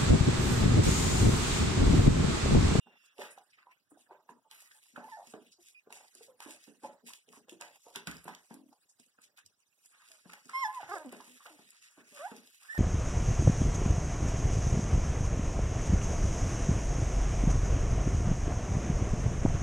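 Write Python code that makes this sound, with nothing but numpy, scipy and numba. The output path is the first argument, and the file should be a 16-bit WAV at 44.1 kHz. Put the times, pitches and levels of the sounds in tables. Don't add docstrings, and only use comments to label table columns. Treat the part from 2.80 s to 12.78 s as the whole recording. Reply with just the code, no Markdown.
import sys
import numpy as np
from scipy import signal
from scipy.fft import rfft, irfft, next_fast_len
from scipy.io import wavfile
from scipy.ndimage import uniform_filter1d
from numba import njit

SR = 44100
rng = np.random.default_rng(int(sys.argv[2]) if len(sys.argv) > 2 else 0)


def convert_level_to_amplitude(level_db):
    exponent = np.asarray(level_db, float) / 20
    return 10 ** exponent


def transcribe(u):
    v = np.clip(np.atleast_2d(u).T, -1, 1)
    q = np.round(v * 32767).astype(np.int16)
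    wavfile.write(sys.argv[1], SR, q)


N = 440118
T = np.arange(N) / SR

# (overtone fall/dB per octave, [(t/s, pitch f/Hz, level/dB), ..])
YELP = [
    (6, [(7.732, 1060, -46), (7.756, 1044, -33), (7.782, 1078, -36), (7.802, 1085, -40), (7.826, 1055, -34), (7.838, 1020, -30.5), (7.846, 885, -37), (7.857, 860, -31.5), (7.88, 850, -44)]),
    (14, [(7.878, 855, -45), (7.89, 857, -40), (7.94, 835, -57)]),
]
CRIES = [
    (20, [(2.225, 838, -59), (2.25, 882, -46.5), (2.27, 892, -60), (2.285, 814, -46)]),
    (10.5, [(2.285, 1004, -50), (2.31, 1033, -64), (2.325, 900, -45.5), (2.342, 863, -46.5), (2.365, 888, -53.5), (2.44, 943, -69)]),
    (19.2, [(8.245, 325, -50), (8.27, 250.4, -43.5), (8.31, 250, -56)]),
    (16, [(9.325, 600, -65), (9.378, 565, -56)]),
    (13.2, [(9.39, 569, -52), (9.41, 570, -45), (9.432, 670, -45.5), (9.455, 748, -36), (9.47, 860, -40.5), (9.482, 810, -52)]),
]
GRUNTS = [
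    (4, [(8.085, 350, -61), (8.11, 345, -58), (8.123, 400, -45), (8.131, 415, -52), (8.142, 415, -43), (8.149, 400, -58), (8.182, 315, -59), (8.196, 310, -65), (8.24, 305, -68)]),
]
ANSWERS = [ (20, [(1.31, 378, -51), (1.36, 392, -86), (1.41, 378, -67)]), (20, [(1.39, 636, -78),
           (1.47, 645, -80.5)]), (19.1, [(1.645, 885, -65), (1.665, 892, -67), (1.69, 853, -74)]),
           (20, [(1.71, 887, -60), (1.745, 884, -70)]), (20, [(1.945, 860, -66), (2.02, 868, -80)]),
           (21.2, [(2.785, 354, -57), (2.8, 346, -67.5), (2.86, 352, -83.5)]), (20, [(.872, 960, -59.5),
           (.93, 1053, -68)]), (20.1, [(3.483, 507, -58), (3.5, 516, -56), (3.51, 515, -74),
           (3.517, 510, -60), (3.528, 506, -69), (3.54, 500, -65), (3.58, 500, -73)]),
           (20, [(3.405, 467, -59), (3.44, 452, -67.5)]), (22, [(4.035, 858, -49), (4.05, 855, -42.5),
           (4.075, 844, -58)]), (20, [(8.48, 255, -65), (8.58, 248, -70)]), (20.1, [(8.7, 332, -62),
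           (8.77, 282, -67)]), (19.4, [(6.43, 598, -76.5), (6.56, 580, -81.5)]), (19, [(7.3, 667, -68),
           (7.42, 582, -78)]), (21.1, [(2.368, 805, -41), (2.395, 570, -63), (2.42, 500, -71)]),
           (19, [(7.865, 1000, -43), (7.896, 1015, -41), (7.918, 1041, -50), (7.94, 1070, -48),
           (7.976, 1000, -38), (7.99, 960, -43), (8.006, 745, -44), (8.022, 595, -50)]),
           (13.4, [(9.475, 976, -49), (9.55, 837, -62)]), ]
WHINES = [
    (26, [(0.0, 2813, -69.5), (0.34, 2683, -71)]),
    (25, [(0.0, 3620, -76.5), (0.33, 3330, -75.5)]),
    (24.5, [(2.945, 2450, -59), (3.0, 2485, -62)]),
    (13, [(9.884, 1744, -57), (9.904, 1764, -37), (9.918, 1785, -40), (9.927, 1837, -50), (9.933, 1894, -39), (9.939, 1844, -46), (9.96, 1834, -43), (9.995, 1770, -30)]),
    (25, [(8.108, 4750, -76), (8.135, 4970, -59), (8.168, 4780, -69)]),
]
# (start t/s, end t/s, pulse rate/Hz, chest ring f/Hz, peak level/dB)
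GROWLS = [
    (5.735, 5.93, 41, 275, -49),
    (2.374, 2.44, 95, 790, -38),
]
# (f/Hz, level/dB)
THROAT = [(330, -15), (750, 0), (2200, 4), (2600, -22), (3200, -11), (4300, -15), (5200, -2), (6200, -12),
          (12000, -13)]

# (t/s, peak level/dB, ring f/Hz)
KNOCKS = [(0.07, -50.5, 850), (0.577, -42, 787), (0.869, -48, 946), (1.172, -51.5, 727),
          (1.309, -47.5, 860), (1.491, -40.5, 932), (1.912, -47, 1670), (2.161, -36, 1510),
          (2.538, -40, 660), (1.265, -57, 1670), (1.822, -58.5, 756), (1.857, -57, 1880),
          (3.104, -45.5, 856), (3.17, -51, 810), (3.209, -50.5, 790), (4.304, -48.5, 1025),
          (4.683, -51, 500), (4.958, -54.5, 813), (5.066, -48, 491), (5.272, -34, 1497), (5.709, -45, 870),
          (7.222, -54, 1130), (7.536, -49.5, 836), (8.605, -49, 1160), (9.947, -44, 810), (3.124, -51, 950),
          (3.243, -54.5, 860), (3.603, -41, 906), (4.04, -43, 867), (4.285, -51.5, 900),
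          (4.533, -48.5, 1045), (4.81, -41.5, 860), (5.158, -40, 907), (5.479, -31, 877),
          (5.927, -51.5, 814), (6.387, -50.5, 1356), (7.496, -46, 1320), (7.693, -40.5, 1270),
          (8.03, -36.5, 826), (8.403, -40.5, 980), (8.659, -44.5, 1180), (8.327, -40.5, 608)]
# (t/s, peak level/dB, ring f/Hz, box hum level/dB)
SLUMPS = [(0.06, -63, 233, -62.5), (0.388, -38, 430, -55.5), (1.115, -50, 282, -65.5),
          (1.494, -57, 262, -60.5), (2.175, -42, 242, -57.5), (2.135, -59, 256, -69),
          (2.47, -55, 230.6, -74), (2.538, -40.5, 314, -47), (2.789, -78.5, 373, -81.5),
          (3.071, -48.5, 417, -69.5), (3.407, -49.5, 450, -95), (3.482, -51.5, 522, -97),
          (3.66, -41.5, 313, -56), (3.876, -50, 270, -57), (3.352, -54.5, 360, -78),
          (4.031, -46, 316, -53.5), (4.236, -68, 242, -60.5), (4.482, -54, 440, -61),
          (4.571, -54, 270, -62), (4.72, -44, 339, -58), (5.157, -47.5, 210, -51),
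          (5.271, -37.5, 168, -47.5), (5.454, -41, 180, -50.5), (5.707, -49, 220, -55.5),
          (6.195, -54.5, 249, -76), (6.383, -63, 231, -77), (7.455, -47.5, 190, -65.5),
          (7.654, -59, 226, -63), (8.325, -41, 425, -50.5), (8.475, -56.5, 251, -65.5),
          (8.79, -48.5, 234, -69), (9.176, -48.5, 241, -58.5), (9.317, -59, 243, -66),
          (9.514, -40, 242, -49)]
# (t/s, peak level/dB, ring f/Hz)
JOLTS = [
    (5.275, -45.5, 67.6),
    (6.64, -66, 94),
    (8.03, -57.5, 115),
]
# (f/Hz, width/Hz, level/dB)
BOX = [(192, 10, 8.5), (242, 60, 9), (420, 46, 8.5)]

# (t/s, peak level/dB, ring f/Hz)
TICKS = [(.3137, -57.5, 2820), (.3825, -41, 2740), (0.3965, -39, 2770), (.5846, -45.5, 2940),
         (1.4925, -55.5, 2950), (2.0298, -47, 3050), (2.2657, -54.5, 2510), (2.5381, -50.5, 3250),
         (3.1058, -46.5, 2820), (4.2482, -60, 3560), (4.4897, -42, 2680), (4.6838, -57, 3440),
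         (5.1422, -52, 3310), (5.3133, -32.5, 2890), (5.4819, -33.5, 2710), (7.1691, -52.5, 3140),
         (7.2799, -50.5, 3200), (7.3168, -36, 3160), (8.2926, -41, 2510), (9.6739, -43, 3530),
         (1.7125, -34.5, 3060), (1.917, -45, 3600), (2.164, -40.5, 2570), (3.1255, -32, 2500),
         (3.6042, -31, 2730), (4.3355, -30, 3440), (4.527, -41.5, 2930), (4.695, -34.5, 2880),
         (5.1591, -23.5, 3570), (5.2722, -24, 2730), (5.5495, -36, 3600), (6.5745, -42, 2840),
         (7.5002, -40.5, 2550), (7.5343, -34.5, 2580), (8.013, -41, 3190),
         (1.178, -57.5, 9100), (2.208, -54, 5230), (2.4, -56, 5100), (2.627, -55.5, 3800),
           (2.7185, -51, 5000), (6.418, -45.5, 9300), (9.746, -46, 3240), (0.404, -46, 2720),
           (0.78, -55.5, 2840), (2.471, -42, 5360), (3.1725, -42.5, 7770), (3.4037, -52, 10000),
           (4.2633, -47, 7590), (4.271, -48, 10500), (5.7043, -50.5, 5550), (5.908, -61.5, 4850),
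           (5.9295, -48.5, 5190), (6.262, -49, 7410), (6.8034, -54.5, 7840), (7.0593, -43, 8510),
           (8.2604, -43, 7530), (8.905, -42.5, 7740), (9.5653, -42, 5130), (9.951, -42, 5350),
           (2.828, -48.5, 5540), (3.282, -47.5, 5400), (3.3511, -36.5, 7840), (4.8112, -31, 6800),
           (5.368, -38.5, 5500), (5.4426, -39.5, 11340), (5.7419, -38, 10800), (6.1988, -44, 7700),
           (6.662, -40, 6530), (7.656, -41.5, 5400), (7.6956, -36.5, 5800), (8.3236, -38, 10400),
           (8.408, -40.5, 4770)]
# (t/s, peak level/dB, ring f/Hz)
SWISHES = [(.7, -60, 4880), (0.63, -66, 8900), (1.1, -60.5, 9000), (.505, -49, 9000), (.41, -42.5, 2900),
           (.45, -46.5, 2500), (1.108, -64, 8500), (0.91, -53.5, 2300), (0.73, -53, 2400),
           (8.12, -53.5, 4700), (3.57, -65.5, 9700), (4.118, -64, 9000), (6.025, -62, 3000),
           (2.5, -55, 8200), (2.6625, -57, 3400), (2.7192, -52.5, 4800), (6.0911, -54.5, 6800)]
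# (f/Hz, level/dB per Hz)
PAPER = [(1060, -49.5), (1800, -5.5), (2160, -3.5), (3290, -9), (4330, -8.5), (5340, -8.5), (6590, -7.5),
         (9770, -6), (16000, -23.5)]

# (loudest t/s, level/dB, swell/s, decay/s)
RUSTLES = [(.26, -65, 0.18, 0.096), (.41, -55, 0.11, 0.37), (1.19, -64.5, 0.083, 0.26),
           (1.5, -63, 0.023, 0.13), (1.72, -58.5, 0.0093, 1.38), (2.34, -65.5, 0.79, 1.1),
           (2.51, -61, 0.63, 0.083), (2.87, -59.5, 0.15, 0.27), (3.13, -57.5, 0.028, 0.35),
           (3.42, -61.5, 0.3, 0.32), (3.625, -46, 0.021, 0.061), (3.71, -52, 0.11, 0.15),
           (3.87, -58.5, 0.3, 0.17), (4.06, -62, 0.28, 0.22), (4.28, -48.5, 0.054, 0.19),
           (4.57, -60.5, 0.19, 0.11), (4.7, -58, 0.019, 0.21), (4.82, -61.5, 0.032, 2.1),
           (5.16, -56.5, 0.11, 0.23), (5.28, -57.5, 0.032, 0.42), (5.49, -69, 0.25, 2.3),
           (.735, -74.5, 0.051, 0.026), (6.21, -60.5, 0.075, 0.17), (6.445, -57.5, 0.077, 0.048),
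           (6.59, -54, 0.041, 0.052), (7.33, -62.5, 1.28, 0.32), (7.54, -63.5, 0.36, 0.11),
           (7.96, -53.5, 0.77, 0.077), (8.15, -53, 0.21, 0.13), (8.5, -60.5, 1.16, 3.35),
           (9.03, -60, 0.083, 0.15), (9.35, -56, 0.29, 0.65), (9.9, -56.5, 0.63, 2.7)]
# (t/s, level/dB, decay/s)
SCRAPES = [(.08, -67, 1.9), (0.411, -46, 0.2), (0.787, -65, 0.21), (1.319, -61, 0.15), (1.716, -62, 0.49),
           (2.18, -65.5, 0.099), (2.55, -94, 0.081), (3.129, -65, 0.7), (3.62, -53, 0.32),
           (4.05, -57, 0.22), (4.566, -58.5, 0.019), (4.82, -48, 0.092), (5.158, -46.5, 0.076),
           (5.279, -47, 0.18), (5.49, -51, 0.17), (5.718, -53, 0.028), (6.586, -59, 0.057),
           (7.121, -66.5, 1.6), (7.537, -51, 0.059), (7.699, -59, 2.56), (8.01, -49, 0.099),
           (8.328, -50.5, 0.079), (8.667, -48.5, 0.029), (9.199, -59.5, 0.124), (9.37, -50.5, 0.32),
           (9.82, -62, 1.2), (9.031, -68.5, 1.1), (1.11, -69, 0.23)]
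# (t/s, level/dB)
BRUSHES = [(0.079, -66.5), (0.408, -42.5), (1.315, -57.5), (2.179, -48), (2.4, -58), (3.128, -62),
           (3.671, -49), (4.052, -47.5), (4.821, -54.5), (5.072, -61.5), (5.49, -70), (5.718, -63),
           (7.479, -67.5), (8.01, -59), (8.156, -44.5), (8.332, -65), (8.67, -56.5), (9.951, -57)]

# (f/Hz, level/dB per Hz)
HUSH = [(40, 1), (120, -4.5), (1000, 1), (3000, -3), (8000, -6), (16000, -15.5)]
# (f/Hz, level/dB)
RIGHT = [(300, 1), (1700, 2.5), (2180, .1), (3000, 1), (4400, .1), (8000, .5), (12000, 5.5), (14500, 6.5)]
# (f/Hz, least share)
SCATTER = [(60, 1), (400, 0.42), (1000, 0.15), (2200, .05), (4400, .07), (6600, .15), (14000, .62)]


def voices(calls, rough, edge_s, gain_db, top_hz=15000):
    out, shake, flutter, uneven = np.zeros(N), walk(300), walk(90), walk(45)
    for fall_db, call in calls:
        s, *columns = np.transpose(call)
        on = slice(int(s[0] * SR), int(s[-1] * SR))
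        hz, db = (uniform_filter1d(np.interp(T[on], s, c), size=150, mode="nearest") for c in columns)
        breathy = rough * np.where(hz > 2200, 2.5, 1)
        phase = 2 * np.pi * np.cumsum(hz * (1 + .08 * breathy * shake[on])) / SR
        tone = np.zeros(len(hz))
        for k in range(1, 16):
            sway_db = min(k - 1, 3.5) * uneven[k * 20000 + on.start // 5:][:len(hz)]
            throat_db = along(THROAT, k * hz) - along(THROAT, hz)
            size = convert_level_to_amplitude(sway_db + throat_db - fall_db * np.log2(k))
            size = size * (k * hz < 15500) / (1 + (k * hz / top_hz) ** 3)
            tone += size * np.sin(k * phase + k * k)
        to_edge_s = np.minimum(T[on] - s[0], s[-1] - T[on] + 0.00076)
        edge = np.sin(np.pi / 2 * np.clip(to_edge_s / edge_s, 0, 1)) ** 2
        out[on] += np.sqrt(2) * convert_level_to_amplitude(db + gain_db + 18.2 * breathy * flutter[on]) * edge * tone
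    return out


def growl():
    out = np.zeros(N)
    for start, end, rate, hz, db in GROWLS:
        size = int(5.6 * SR / hz)
        ring = np.sin(2 * np.pi * hz * T[:size]) * np.hanning(size)
        for s, (late, loud) in zip(np.arange(start, end, 1 / rate), rng.standard_normal((20, 2))):
            fade_db = 11 * (s - start) / (end - start)
            add(out, s + .08 / rate * late, convert_level_to_amplitude(db + 1.5 * loud - fade_db) * ring)
    return out


def thuds(table, t60_s):
    out = np.zeros(N)
    for s, db, hz, *_ in table:
        noise = rng.standard_normal((2, SR // 3))
        noise[:, 0] += 500 / np.sqrt(hz)
        rings = 0.12 * min(hz / 200, 1) ** 2 * svf(svf(noise[1], 810.0, 1400.0), 810.0, 1400.0)
        for ratio, gain in ((1., 1), (1.7, .3)):
            rings += gain * svf(svf(noise[0], ratio * hz, .14 * hz), ratio * hz, .45 * hz)
        add(out, s, convert_level_to_amplitude(db) * blow(rings, t60_s, crack_s=.006, tail_db=-9, rise_s=.3 / hz))
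    return out


def ticks(table, crack_s, tail_db, rise_s, snap, wide):
    out = np.zeros(N)
    for s, db, hz in table:
        noise = rng.standard_normal(SR // 5)
        noise[20] += snap
        noise = colour(noise, PAPER)
        rings = svf(noise, 1. * hz, 0.38 * hz) + wide * noise
        add(out, s, convert_level_to_amplitude(db + 2.0) * blow(rings, 0.075, crack_s, tail_db, rise_s))
    return out


def shuffle():
    scrapes = [(s, db, 0.014, dies_s) for s, db, dies_s in SCRAPES]
    brushes = [(s, db, 0.034, 0.16 * convert_level_to_amplitude(-0.28 * (db + 55.0))) for s, db in BRUSHES]
    hums = [(s + 0.005, db, 0.01, 0.13) for s, _, _, db in SLUMPS]
    paper_db = movements(RUSTLES, 1.08)
    claws_db = movements(scrapes, 0.49)
    fur_db = movements(brushes, 0.87)
    boards_db = movements(hums, 0.97)

    sheet = colour(convert_level_to_amplitude(2.2 * walk(35)) * crackle(1200, 2.2), PAPER)
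    grit = crackle(900, 2.6)
    paper = sum(convert_level_to_amplitude(2.5 * walk(14)) * svf(sheet, hz, .4 * hz) for hz in 2600 * 1.35 ** np.arange(7.))
    claws = sum(convert_level_to_amplitude(3 * walk(23)) * svf(grit, hz, 0.22 * hz) for hz in (1250., 1550., 1950.))
    fur = sum(convert_level_to_amplitude(3 * walk(20)) * svf(svf(grit, hz, 0.18 * hz), hz, .4 * hz) for hz in (600., 730., 880.))
    boards = np.zeros(N)
    for hz, width, db in BOX:
        boards += convert_level_to_amplitude(db + 2.6 * walk(30)) * svf(svf(grit, 1. * hz, 1. * width), 1. * hz, 2. * width)
    layers = (paper, paper_db), (claws, claws_db), (fur, fur_db), (boards, boards_db)
    return sum(convert_level_to_amplitude(db - .3) * level(x, 0) for x, db in layers)


def crackle(rate_hz, spread_db):
    sizes = convert_level_to_amplitude(spread_db * np.minimum(rng.exponential(size=N), 4))
    creases = (rng.random(N) < rate_hz / SR) * sizes * rng.standard_normal(N)
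    return level(creases, 0) + level(rng.standard_normal(N), -2.7)


def movements(rows, sudden):
    t, power = T[::32], 1e-13
    for s, db, swell_s, dies_s in rows:
        before = 1 - np.clip(1 - (s - t) / (2 * max(swell_s, .005)), 0, 1) ** sudden
        down_db = np.where(t < s, 60 * before, 30 * (t - s) / max(dies_s, .02))
        power = power + convert_level_to_amplitude(2 * (db - down_db))
    return np.interp(T, t, 10 * np.log10(power))


def blow(rings, t60_s, crack_s, tail_db, rise_s):
    t = T[:len(rings)]
    shape = np.exp(-t / crack_s) + convert_level_to_amplitude(tail_db) * np.exp(-np.log(1000) * t / t60_s)
    x = rings * shape * (1 - np.exp(-t / rise_s))
    return x / np.max(abs(x))


def room(x):
    t60_s, damp, room_db = 0.28, 0.34, -13
    lags = rng.integers(500, 2200, 8)
    gain = convert_level_to_amplitude(-60 * lags / SR / t60_s)
    return convert_level_to_amplitude(room_db) * walls(x + 1e-18, lags, gain, damp).sum(axis=0)


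@njit
def walls(x, lags, gain, damp):
    line, soft, out = np.zeros((8, 4096)), np.zeros(8), np.zeros((2, len(x)))
    for i in range(len(x)):
        total = 0.
        for k in range(8):
            soft[k] += (1 - damp) * (gain[k] * line[k, (i - lags[k]) & 4095] - soft[k])
            total += soft[k]
            out[k % 2, i] += soft[k]
        for k in range(8):
            line[k, i & 4095] = x[i] + soft[k] - total / 4
    return out


def hush():
    return level(colour(rng.standard_normal(N), HUSH), -66.5)


def level(x, db):
    return x * convert_level_to_amplitude(db) / np.sqrt(np.mean(x ** 2))


def along(points, hz):
    f, v = np.transpose(points)
    return np.interp(np.log(np.maximum(hz, 1)), np.log(f), v)


def colour(x, points):
    size = next_fast_len(len(x))
    gain = convert_level_to_amplitude(along(points, np.fft.rfftfreq(size, 1 / SR)))
    return irfft(rfft(x, size) * gain, size)[:len(x)]


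@njit
def svf(x, hz, width):
    y, b, l = np.empty(len(x)), 0., 0.
    g, k = np.tan(np.pi * hz / SR), width / hz
    for i in range(len(x)):
        v = (b + g * (x[i] - l)) / (1 + g * (g + k))
        b, l, y[i] = 2 * v - b, l + 2 * g * v, k * v
    return y


def walk(rate_hz):
    k = int(SR / rate_hz)
    held = np.repeat(rng.standard_normal(N // k + 1), k)
    return 1.3 * uniform_filter1d(uniform_filter1d(held, k), k)[:N]


def add(out, s, x):
    i = int(s * SR)
    out[i:i + len(x)] += x[:len(out) - i]


def ports(x, lean_db=0, spread=.85):
    lag_s, scatter_late_s, bass_hz = 20.25 / 44100, .0017, 1075
    hz, _, z = signal.stft(x, SR, nperseg=512, noverlap=384)
    turn = np.exp(2j * np.pi * hz * lag_s)
    phase = np.angle(-turn - .5 / turn) * (hz > bass_hz)
    right = convert_level_to_amplitude((along(RIGHT, hz) + lean_db * (hz > 1400)) / 2)[:, None]
    unlike = (hz > bass_hz) * np.sin(2 * np.pi * hz * lag_s) ** 2
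    apart = np.minimum(along(SCATTER, hz) + spread * unlike, 1)
    drift = rng.standard_normal(z.shape)
    drift = uniform_filter1d(uniform_filter1d(drift, size=24, axis=0), size=24, axis=1)
    wander = np.exp(2.2j * drift / drift.std() - 2j * np.pi * hz[:, None] * scatter_late_s)
    around = apart[:, None] * wander * z
    sides = np.array([(z + around) / right, (z - around) * right * np.exp(1j * phase)[:, None]])
    return signal.istft(sides, nperseg=512, noverlap=384)[1][:, :N]


def denoise(x, over_db=1.0, depth_db=-19.0):
    _, _, z = signal.stft(x, nperseg=512, noverlap=384)
    power = uniform_filter1d(uniform_filter1d(abs(z) ** 2, size=9, axis=1), size=7, axis=2)
    steady = np.percentile(power[:, :, ::4], 6, axis=2, keepdims=True) * convert_level_to_amplitude(2 * over_db)
    gain = np.maximum(1 - steady / (power + 1e-20), convert_level_to_amplitude(depth_db))
    return signal.istft(z * gain, nperseg=512, noverlap=384)[1][:, :N]


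def scene():
    calls = voices(CRIES, rough=0.018, edge_s=0.0041, gain_db=-.3)
    calls += voices(WHINES, rough=0.037, edge_s=0.0041, gain_db=-.3)
    calls += voices(ANSWERS, rough=.07, edge_s=0.0084, gain_db=-.3)
    calls += voices(GRUNTS, rough=0.14, edge_s=0.01, gain_db=2.5, top_hz=1500)
    calls += voices(YELP, rough=.01, edge_s=.003, gain_db=.5, top_hz=11000)
    calls += growl()
    paper = ticks(TICKS, crack_s=.0015, tail_db=-15, rise_s=.0002, snap=8, wide=.4)
    paper += ticks(SWISHES, crack_s=.02, tail_db=-3, rise_s=.004, snap=0, wide=.15)
    steps = thuds(KNOCKS, t60_s=0.21) + thuds(SLUMPS, t60_s=0.31) + thuds(JOLTS, t60_s=0.6)
    contact = steps + paper + shuffle()
    echo = room(contact + .3 * calls)
    port_noise = convert_level_to_amplitude(-9) * np.array([hush(), hush()])
    return ports(contact + echo + hush()) + port_noise + ports(calls, lean_db=4, spread=.08)


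def low_pass(x):
    return signal.sosfilt(signal.butter(12, 16440, fs=SR, output="sos"), x)


def record(dry):
    low_cut = signal.butter(2, 95, "high", fs=SR, output="sos")
    top_cut = signal.ellip(8, .2, 45, 15750, fs=SR, output="sos")
    picked_up = signal.sosfilt(np.vstack([low_cut, top_cut]), dry)
    mix = signal.sosfilt(low_cut, denoise(picked_up))
    return low_pass(mix)


dry = scene()
out = record(dry)
transcribe(out)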